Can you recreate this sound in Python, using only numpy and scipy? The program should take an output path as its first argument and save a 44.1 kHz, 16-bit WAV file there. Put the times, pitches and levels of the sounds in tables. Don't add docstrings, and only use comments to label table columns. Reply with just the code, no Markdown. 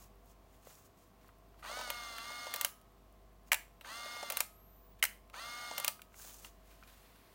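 import sys
import numpy as np
from scipy import signal
from scipy.fft import rfft, irfft
from scipy.io import wavfile
from scipy.ndimage import uniform_filter1d

SR = 44100
rng = np.random.default_rng(int(sys.argv[2]) if len(sys.argv) > 2 else 0)


def int16_out(signal):
    q = np.round(np.clip(np.atleast_2d(signal).T, -1, 1) * 32767)
    wavfile.write(sys.argv[1], SR, q.astype(np.int16))


N = 323694
TIME = np.arange(N) / SR

# start in seconds, stop in seconds, free shaft speed in Hz,
# stretch of the closing sequence (factor), extra metal snap of that sequence in dB.
WINDING_RUNS = [(1.632, 2.647, 239.9, 1.044, 0), (3.848, 4.4045, 237.9, 1.0, 0),
                (5.339, 5.879, 240.3, 0.96, 0)]
# frequency in Hz, relative level in dB.
RUSTLE_COLOUR = [(600, -8), (1500, -1.5), (4400, -6.5), (6500, -14.5), (16000, -8.5)]


def undb(db):
    return 10 ** (np.asarray(db) / 20)


def unit(x):
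    return x / np.sqrt(np.mean(x ** 2))


def add(out, s, x):
    i = max(int(s * SR), 0)
    out[i:i + len(x)] += x[:N - i]


def band(x, lo_hz, hi_hz):
    return signal.sosfilt(signal.butter(3, [lo_hz, hi_hz], "band", fs=SR, output="sos"), x)


def colour(x, points):
    hz, db = np.transpose(points)
    f = np.maximum(np.fft.rfftfreq(len(x), 1 / SR), 1)
    outline_db = np.interp(np.log(f), np.log(hz), db)
    return unit(irfft(rfft(x) * undb(outline_db), len(x)))


def walk(rate_hz, size=N):
    hold = max(int(SR / rate_hz), 1)
    steps = np.repeat(rng.standard_normal(size // hold + 1), hold)
    return unit(uniform_filter1d(steps, hold)[:size])


def gate(full, stop, rise, fall):
    return np.clip((TIME - full) / rise + 1, 0, 1) * np.exp(-np.maximum(TIME - stop, 0) / fall)


def swell(s, rise, fall):
    return np.exp(-.5 * ((TIME - s) / np.where(TIME < s, rise, fall)) ** 2)


def strike(lo_hz, hi_hz, contact_s, crack_db, rise_s, sheen=0.0):
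    # frequency in Hz, relative level in dB, t60 in seconds.
    body_modes = [(599, 1, 0.055), (694, 0, 0.034), (790, -5, 0.0071), (885, -4.5, 0.07), (982, -3, 0.054),
                  (1285, -4, 0.032), (1313, -5, 0.032), (1630, -5.5, 0.023), (1780, -7.5, 0.023),
                  (2205, -1.5, 0.019), (2414, -2.5, 0.021), (2750, -2, 0.024), (3084, -3.5, 0.028),
                  (3854, -2.5, 0.022), (5820, -2, 0.022), (7700, -1, 0.014), (8650, 0, 0.017),
                  (11080, -5, .01), (13500, -8.5, .008), (15500, -2, .008)]
    scatter_db, tail_db, tail_s = -1.0, -32, 0.028
    t = np.arange(SR // 5) / SR
    hz, db, t60 = np.transpose(body_modes)[:, :, None]
    detune, size, angle = rng.standard_normal((len(body_modes), 3)).T[:, :, None]
    inside = 1 / (1 + (lo_hz / hz) ** 8 + (hz / hi_hz) ** 8)
    rings = np.sin(2 * np.pi * (hz * (1 + 0.013 * detune) * t + angle)) * np.exp(-np.log(1000) * t / t60)
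    modes = np.sum(inside * undb(db + scatter_db * size) * rings, axis=0)
    decay = np.exp(-t / contact_s) + undb(tail_db) * np.exp(-t / tail_s)
    chatter = rng.standard_normal(len(t)) * decay
    crack = band(chatter - sheen * np.roll(chatter, 1), lo_hz, hi_hz)
    onset = 1 - np.exp(-(t / rise_s) ** 2)
    blow = (unit(modes) + undb(crack_db) * unit(crack)) * onset
    return blow / np.sqrt(np.sum(blow ** 2) / (SR / 1000))


def clicks(blows, thud_db, ring_db, snap_db, crack_db, rise_s, thud_hz, ring_hz, sheen):
    out = np.zeros(N)
    for s, db, thud, snap, contact_s in blows:
        blow = undb(thud + thud_db) * strike(*thud_hz, contact_s, crack_db=-7.5, rise_s=rise_s)
        blow += undb(ring_db) * strike(*ring_hz, contact_s, crack_db, rise_s)
        blow += undb(snap + snap_db) * strike(3500, 17000, contact_s, crack_db=11, rise_s=rise_s, sheen=sheen)
        add(out, s, undb(db) * blow)
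    return out


def shutter():
    # time in seconds, level in dB, extra shell thud in dB, extra metal snap in dB.
    shots = [(3.5181, 0, 2, 0), (5.0264, -0.5, -2, 1)]
    # time relative to the shot
    # in seconds (negative is before it), blow level in dB, relative shell thud in dB,
    # relative metal snap in dB, contact decay in seconds.
    blade_blows = [(-.0013, -30, -20, -12.5, 0.001), (0, -10, -24.5, -12.5, 0.0014),
                   (.0028, -25, -16, -3, .002), (.0058, -24, -6.5, -2, 0.0038),
                   (0.0119, -17, -14, -2, .0017), (.025, -21.5, -18, -3, .0024)]
    blows = [(s + offset, db + level, thud + more_thud, snap + more_snap, contact_s)
             for s, db, more_thud, more_snap in shots
             for offset, level, thud, snap, contact_s in blade_blows]
    return clicks(blows, thud_db=-2.0, ring_db=-5.5, snap_db=-1, crack_db=6.5, rise_s=.0006,
                  thud_hz=(659, 1298), ring_hz=(1530, 2884), sheen=0.098)


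def shaft_speed(start, stop, free_hz):
    # time in seconds, rise in seconds, fall in seconds,
    # change of shaft speed in Hz.
    film_pull = [(1.809, .07, .035, 15), (2.19, .095, .055, -11.5)]
    start_share, spin_up_s = .58, .04
    cocking_s, cocking_ramp_s, cocking_sag_hz = .2, .05, 4.6
    spin_up = 1 - (1 - start_share) * np.exp(-np.maximum(TIME - start, 0) / spin_up_s)
    film = sum(change * swell(s, rise, fall) for s, rise, fall, change in film_pull)
    cocking = np.clip((TIME - stop + cocking_s) / cocking_ramp_s, 0, 1)
    return free_hz * spin_up + film - cocking_sag_hz * cocking


def motor():
    # multiple of shaft speed, relative level in dB.
    gear_orders = [(3, -12), (4, -14.5), (5, -2), (6, -3), (7, -11.5), (8, -12.5), (12, -8.5), (13, -15),
                   (14, -14), (15, -8), (16, -26), (17, -19), (18, -9), (19, -14), (20, -13), (21, -24),
                   (24, -17), (25, -34), (26, -30), (27, -18.5), (35, -31), (36, -19.5)]
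    # frequency in Hz, relative level in dB.
    rattle_colour = [(130, -44.5), (240, -1.5), (400, -13), (650, 2.5), (950, -3.5), (1350, 1.5),
                     (2000, -8.5), (3000, -8), (4500, -1.5), (5400, -13), (6400, -3), (7700, -14.5),
                     (8800, -6), (10300, -15.5), (16000, -14)]
    # centre in Hz, half width in Hz, lift in dB.
    shell_resonances = [(1950, 52, 4.5), (2152, 17.4, 7)]
    gears_db, mesh_db, whine_db, throb_db = -51.5, -58, -1, -14
    flutter_db, throb_scatter_db, grain_db = 1.2, 3, 1.0
    strain_db, strain_s, settle_s = 4.0, 0.07, .04
    drift, wobble, judder_depth = 0.0018, 0.0012, 0.0693
    bite, lean, lean_twice = 0.18, 0.2, 0.1
    out = np.zeros(N)
    for start, stop, free_hz, *_ in WINDING_RUNS:
        running = gate(start, stop, rise=.01, fall=0.024)
        on = running > 1e-3
        hz = (shaft_speed(start, stop, free_hz) * (1 + drift * walk(14)))[on]
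        size = len(hz)
        load_db = gears_db + strain_db * np.exp(-(TIME[on] - start) / strain_s)
        judder = judder_depth * np.exp(-(TIME[on] - start) / settle_s)
        uneven_hz = hz * (1 + wobble * walk(90.6, size) + judder * walk(350, size))
        turn = 2 * np.pi * np.cumsum(uneven_hz) / SR
        whine = 0
        for order, db in gear_orders:
            partial = np.sin(order * turn + 2 * np.pi * rng.random())
            whine += undb(db + whine_db + flutter_db * walk(110.1, size)) * partial
        throb = (1 + np.cos(turn / 9)) * np.sin(22 * turn)
        whine += undb(throb_db + throb_scatter_db * walk(200, size)) * throb
        lift_db = sum(lift / (1 + ((9 * hz - centre) / width) ** 2) for centre, width, lift in shell_resonances)
        mesh = undb(mesh_db + lift_db + .5 * walk(60, size)) * np.sin(9 * turn)
        contact = np.exp(bite * np.cos(turn) + lean * np.cos(turn / 3) + lean_twice * np.cos(2 * turn / 3))
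        grains = rng.standard_normal(size) * contact * undb(grain_db * walk(1500, size))
        teeth = colour(grains, rattle_colour)
        speed = hz / 238
        gears = np.sqrt(2) * speed ** 3 * whine + speed ** 2.4 * teeth
        out[on] += running[on] * (np.sqrt(2) * mesh + undb(load_db) * gears)
    return out


def pawls():
    # time in seconds, blow level in dB,
    # relative shell thud in dB, relative metal snap in dB, contact decay in seconds.
    single_clicks = [(1.8114, -34, -3, -13, 0.0014), (1.9016, -25, -10, -5.5, 0.0024),
                     (2.1822, -31, -27, -12, 0.001), (2.8134, -62, -13, 1, 0.0017),
                     (3.8106, -39.5, -14, -12.5, 0.00039), (5.2983, -48.5, -11, -11, 0.0017),
                     (6.0177, -41.5, -23, -4.5, 0.00098)]
    # time relative to the stop in seconds,
    # negative meaning before it (before stretching), then the same last four columns as above.
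    closing_blows = [(-.104, -25.5, -21.5, -3.5, 0.0027), (-.0833, -31.5, -10.5, -1, 0.0023),
                     (-.0347, -24.5, -16, 0, .0021), (0, -20.5, -14.5, -0.5, 0.0013)]
    closing = [(stop + stretch * offset, level, thud, snap + more_snap, contact_s)
               for _, stop, _, stretch, more_snap in WINDING_RUNS
               for offset, level, thud, snap, contact_s in closing_blows]
    return clicks(single_clicks + closing, thud_db=1.5, ring_db=-4.5, snap_db=2.0, crack_db=3.0, rise_s=0.00083,
                  thud_hz=(534, 1070), ring_hz=(1120, 4330), sheen=0.64)


def knocks(tick_db=-8):
    # time in seconds, level in dB.
    spool_bumps = [(1.692, -37), (1.713, -35.5), (1.733, -42), (1.77, -34.5), (1.79, -33.5), (1.838, -44),
                   (1.875, -36), (2.302, -38), (2.467, -33.5), (2.542, -36), (4.058, -38), (4.166, -40),
                   (4.2275, -31), (4.305, -34), (4.328, -36.5), (5.711, -33), (5.735, -46), (5.784, -36.5)]
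    out = np.zeros(N)
    for s, db in spool_bumps:
        bump = band(strike(487, 1000, contact_s=0.0034, crack_db=-5.5, rise_s=0.00087), 250, 4000)
        tick = strike(1650, 8400, contact_s=0.0038, crack_db=32, rise_s=.0007)
        add(out, s, undb(db) * (bump + undb(tick_db) * tick))
    return out


def spring(hz=1265, t60=1.0, db=-63):
    t = np.arange(SR) / SR
    out = np.zeros(N)
    for _, stop, *_ in WINDING_RUNS:
        add(out, stop, undb(db) * np.sin(2 * np.pi * hz * t) * np.exp(-np.log(1000) * t / t60))
    return out


def flash(db=-66):
    full_s, stop_s = 4.55, 4.93
    full_hz, climb_hz_per_s, slowing_s = 11800, 11400, 1.8
    charge = 1 - np.exp(-(TIME - full_s) / slowing_s)
    hz = np.clip(full_hz + climb_hz_per_s * slowing_s * charge, 0, SR / 2)
    level = gate(full_s, stop_s, rise=.06, fall=.012)
    return undb(db) * level * np.sin(2 * np.pi * np.cumsum(hz) / SR)


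def fingers(grain_db=3.0, slip_db=1.0, catch_db=3.5):
    # time of the peak in seconds, rise in seconds, fall in seconds,
    # level in dB, relative palm rustle in dB.
    strokes = [(.015, 0.034, 0.034, -59, -10), (.31, 0.038, 0.014, -65, -26), (.54, .04, .04, -72, -1),
               (.69, 0.041, 0.093, -60, -6), (.865, 0.014, 0.0061, -66.5, -16), (.99, 0.017, .07, -69, -9),
               (1.27, .05, .02, -73.5, 3.5), (1.605, .02, 0.015, -71, 1.5), (3.485, .015, .006, -65, -3.5),
               (4.995, 0.0043, 0.0045, -69, 9), (6.229, 0.047, 0.13, -50.5, -12.5),
               (6.455, 0.021, 0.025, -58.5, -1), (6.7, 0.037, 0.072, -68.5, -0.5),
               (6.9, 0.043, 0.2, -69.5, 2)]
    # frequency in Hz, relative level in dB.
    skin_colour = [(710, -15), (1200, -7.5), (2060, -28), (2350, -13), (3790, -13.5), (4500, -11.5),
                   (6800, -4.5), (8440, -8.5), (9310, -9.5), (14000, -9.5), (16000, -4.5)]
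    unevenness_db = grain_db * walk(2500) + slip_db * walk(160)
    slips = colour(rng.standard_normal(N) * undb(unevenness_db), skin_colour)
    palm = colour(rng.standard_normal(N) * undb(catch_db * walk(130)), RUSTLE_COLOUR)
    return sum(undb(db) * swell(s, rise, fall) * (slips + undb(dull) * palm)
               for s, rise, fall, db, dull in strokes)


def taps(trim_db=-2, decay_s=0.002, scuff_db=-1, rise_s=0.00089):
    # time in seconds, level in dB before the trim,
    # ring in Hz.
    soft_contacts = [(0.67, -40, 564), (0.67, -50, 1120), (1.212, -61, 2220), (1.245, -53, 1030),
                     (1.29, -47, 1270), (1.543, -52.5, 1360), (1.627, -39, 1280), (1.649, -34, 1160),
                     (1.661, -35, 1100), (1.944, -42, 2777), (3.8467, -34, 1250), (5.341, -37.5, 1320),
                     (5.993, -43.5, 1400), (6.12, -56, 1370), (6.142, -46, 1400), (6.197, -48, 1590),
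                     (6.234, -61, 2400), (6.246, -44, 750), (6.295, -48, 3030), (6.447, -38, 2820),
                     (6.448, -45, 1250), (6.826, -43.5, 1310), (6.835, -48, 2430)]
    t = np.arange(SR // 20) / SR
    envelope = np.exp(-t / decay_s) * (1 - np.exp(-t / rise_s))
    out = np.zeros(N)
    for s, db, hz in soft_contacts:
        scuff = unit(band(rng.standard_normal(len(t)), hz / 2, 2 * hz))
        ring = np.sqrt(2) * np.sin(2 * np.pi * hz * t)
        add(out, s, undb(db + trim_db) * (ring + undb(scuff_db) * scuff) * envelope)
    return out


def room(x, t60=0.31, wet_db=-18.0, early_db=-15, early_s=0.0068):
    t = np.arange(SR // 2) / SR
    early = band(rng.standard_normal(len(t)), 300, 14000) * np.exp(-t / early_s) * (t > .002)
    tail = band(rng.standard_normal(len(t)), 200, .48 * SR) * np.exp(-np.log(1000) * t / t60)
    tail *= np.minimum(t / 0.025, 1)
    response = (undb(early_db) * unit(early) + undb(wet_db) * unit(tail)) / np.sqrt(len(t))
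    return x + signal.fftconvolve(x, response)[:N]


def ticks(db=-66, scatter_db=3, decay_s=0.001, lo_hz=9000):
    first_s, period_s = .054, .1024
    t = np.arange(SR // 100) / SR
    out = np.zeros(N)
    for s in np.arange(first_s, N / SR, period_s):
        tick = unit(band(rng.standard_normal(len(t)), lo_hz, 16000)) * np.exp(-t / decay_s)
        add(out, s, undb(db + scatter_db * rng.standard_normal()) * tick)
    return out


def room_air(db=-66.0):
    # frequency in Hz, relative level in dB.
    air_colour = [(25, -7), (70, -1.5), (110, -5.5), (250, -6.5), (400, -10.5), (520, -15), (660, -9),
                  (850, -13), (1150, -15), (1500, -20.5), (3000, -25.5), (5500, -30), (10000, -33.5),
                  (16000, -28.5)]
    air = colour(band(rng.standard_normal(N), 60, .48 * SR), air_colour)
    return air * undb(db + 0.3 * walk(2.24))


def faint_hiss(db=-67, full_s=6.96, rise_s=0.55):
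    level = undb(db) * np.clip((TIME - full_s) / rise_s + 1, 0, 1)
    return colour(rng.standard_normal(N), RUSTLE_COLOUR) * level


def appliance(trim_db=-4):
    # frequency in Hz, level in dB before the trim.
    weak_tones = [(99, -75), (195, -78), (393, -76), (490, -76.5), (635, -76), (684, -74), (1050, -75.5),
                  (1125, -78.5)]
    drone_hz, drone_db = 49.1, -66.5
    beat_hz, beat_db, dip_s = .617, -4.5, 2.55
    phase = 2 * np.pi * drone_hz * TIME + 0.14 * walk(3.5)
    second = np.sin(phase + 2 * np.pi * beat_hz * (TIME - dip_s))
    drone = undb(drone_db) * (np.sin(phase) - undb(beat_db) * second)
    tones = sum(undb(db + trim_db + 2 * walk(11.0)) * np.sin(2 * np.pi * hz * TIME + 0.62 * walk(9))
                for hz, db in weak_tones)
    return np.sqrt(2) * (drone + tones)


def scene():
    camera = shutter() + pawls() + taps() + knocks() + motor() + spring() + fingers()
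    background = room_air() + faint_hiss() + appliance()
    return (room(camera) + flash() + ticks() + background)[None]


def record(dry):
    top_hz = 16000
    return signal.sosfilt(signal.ellip(10, .2, 70, top_hz, fs=SR, output="sos"), dry)


dry = scene()
out = record(dry)
int16_out(out)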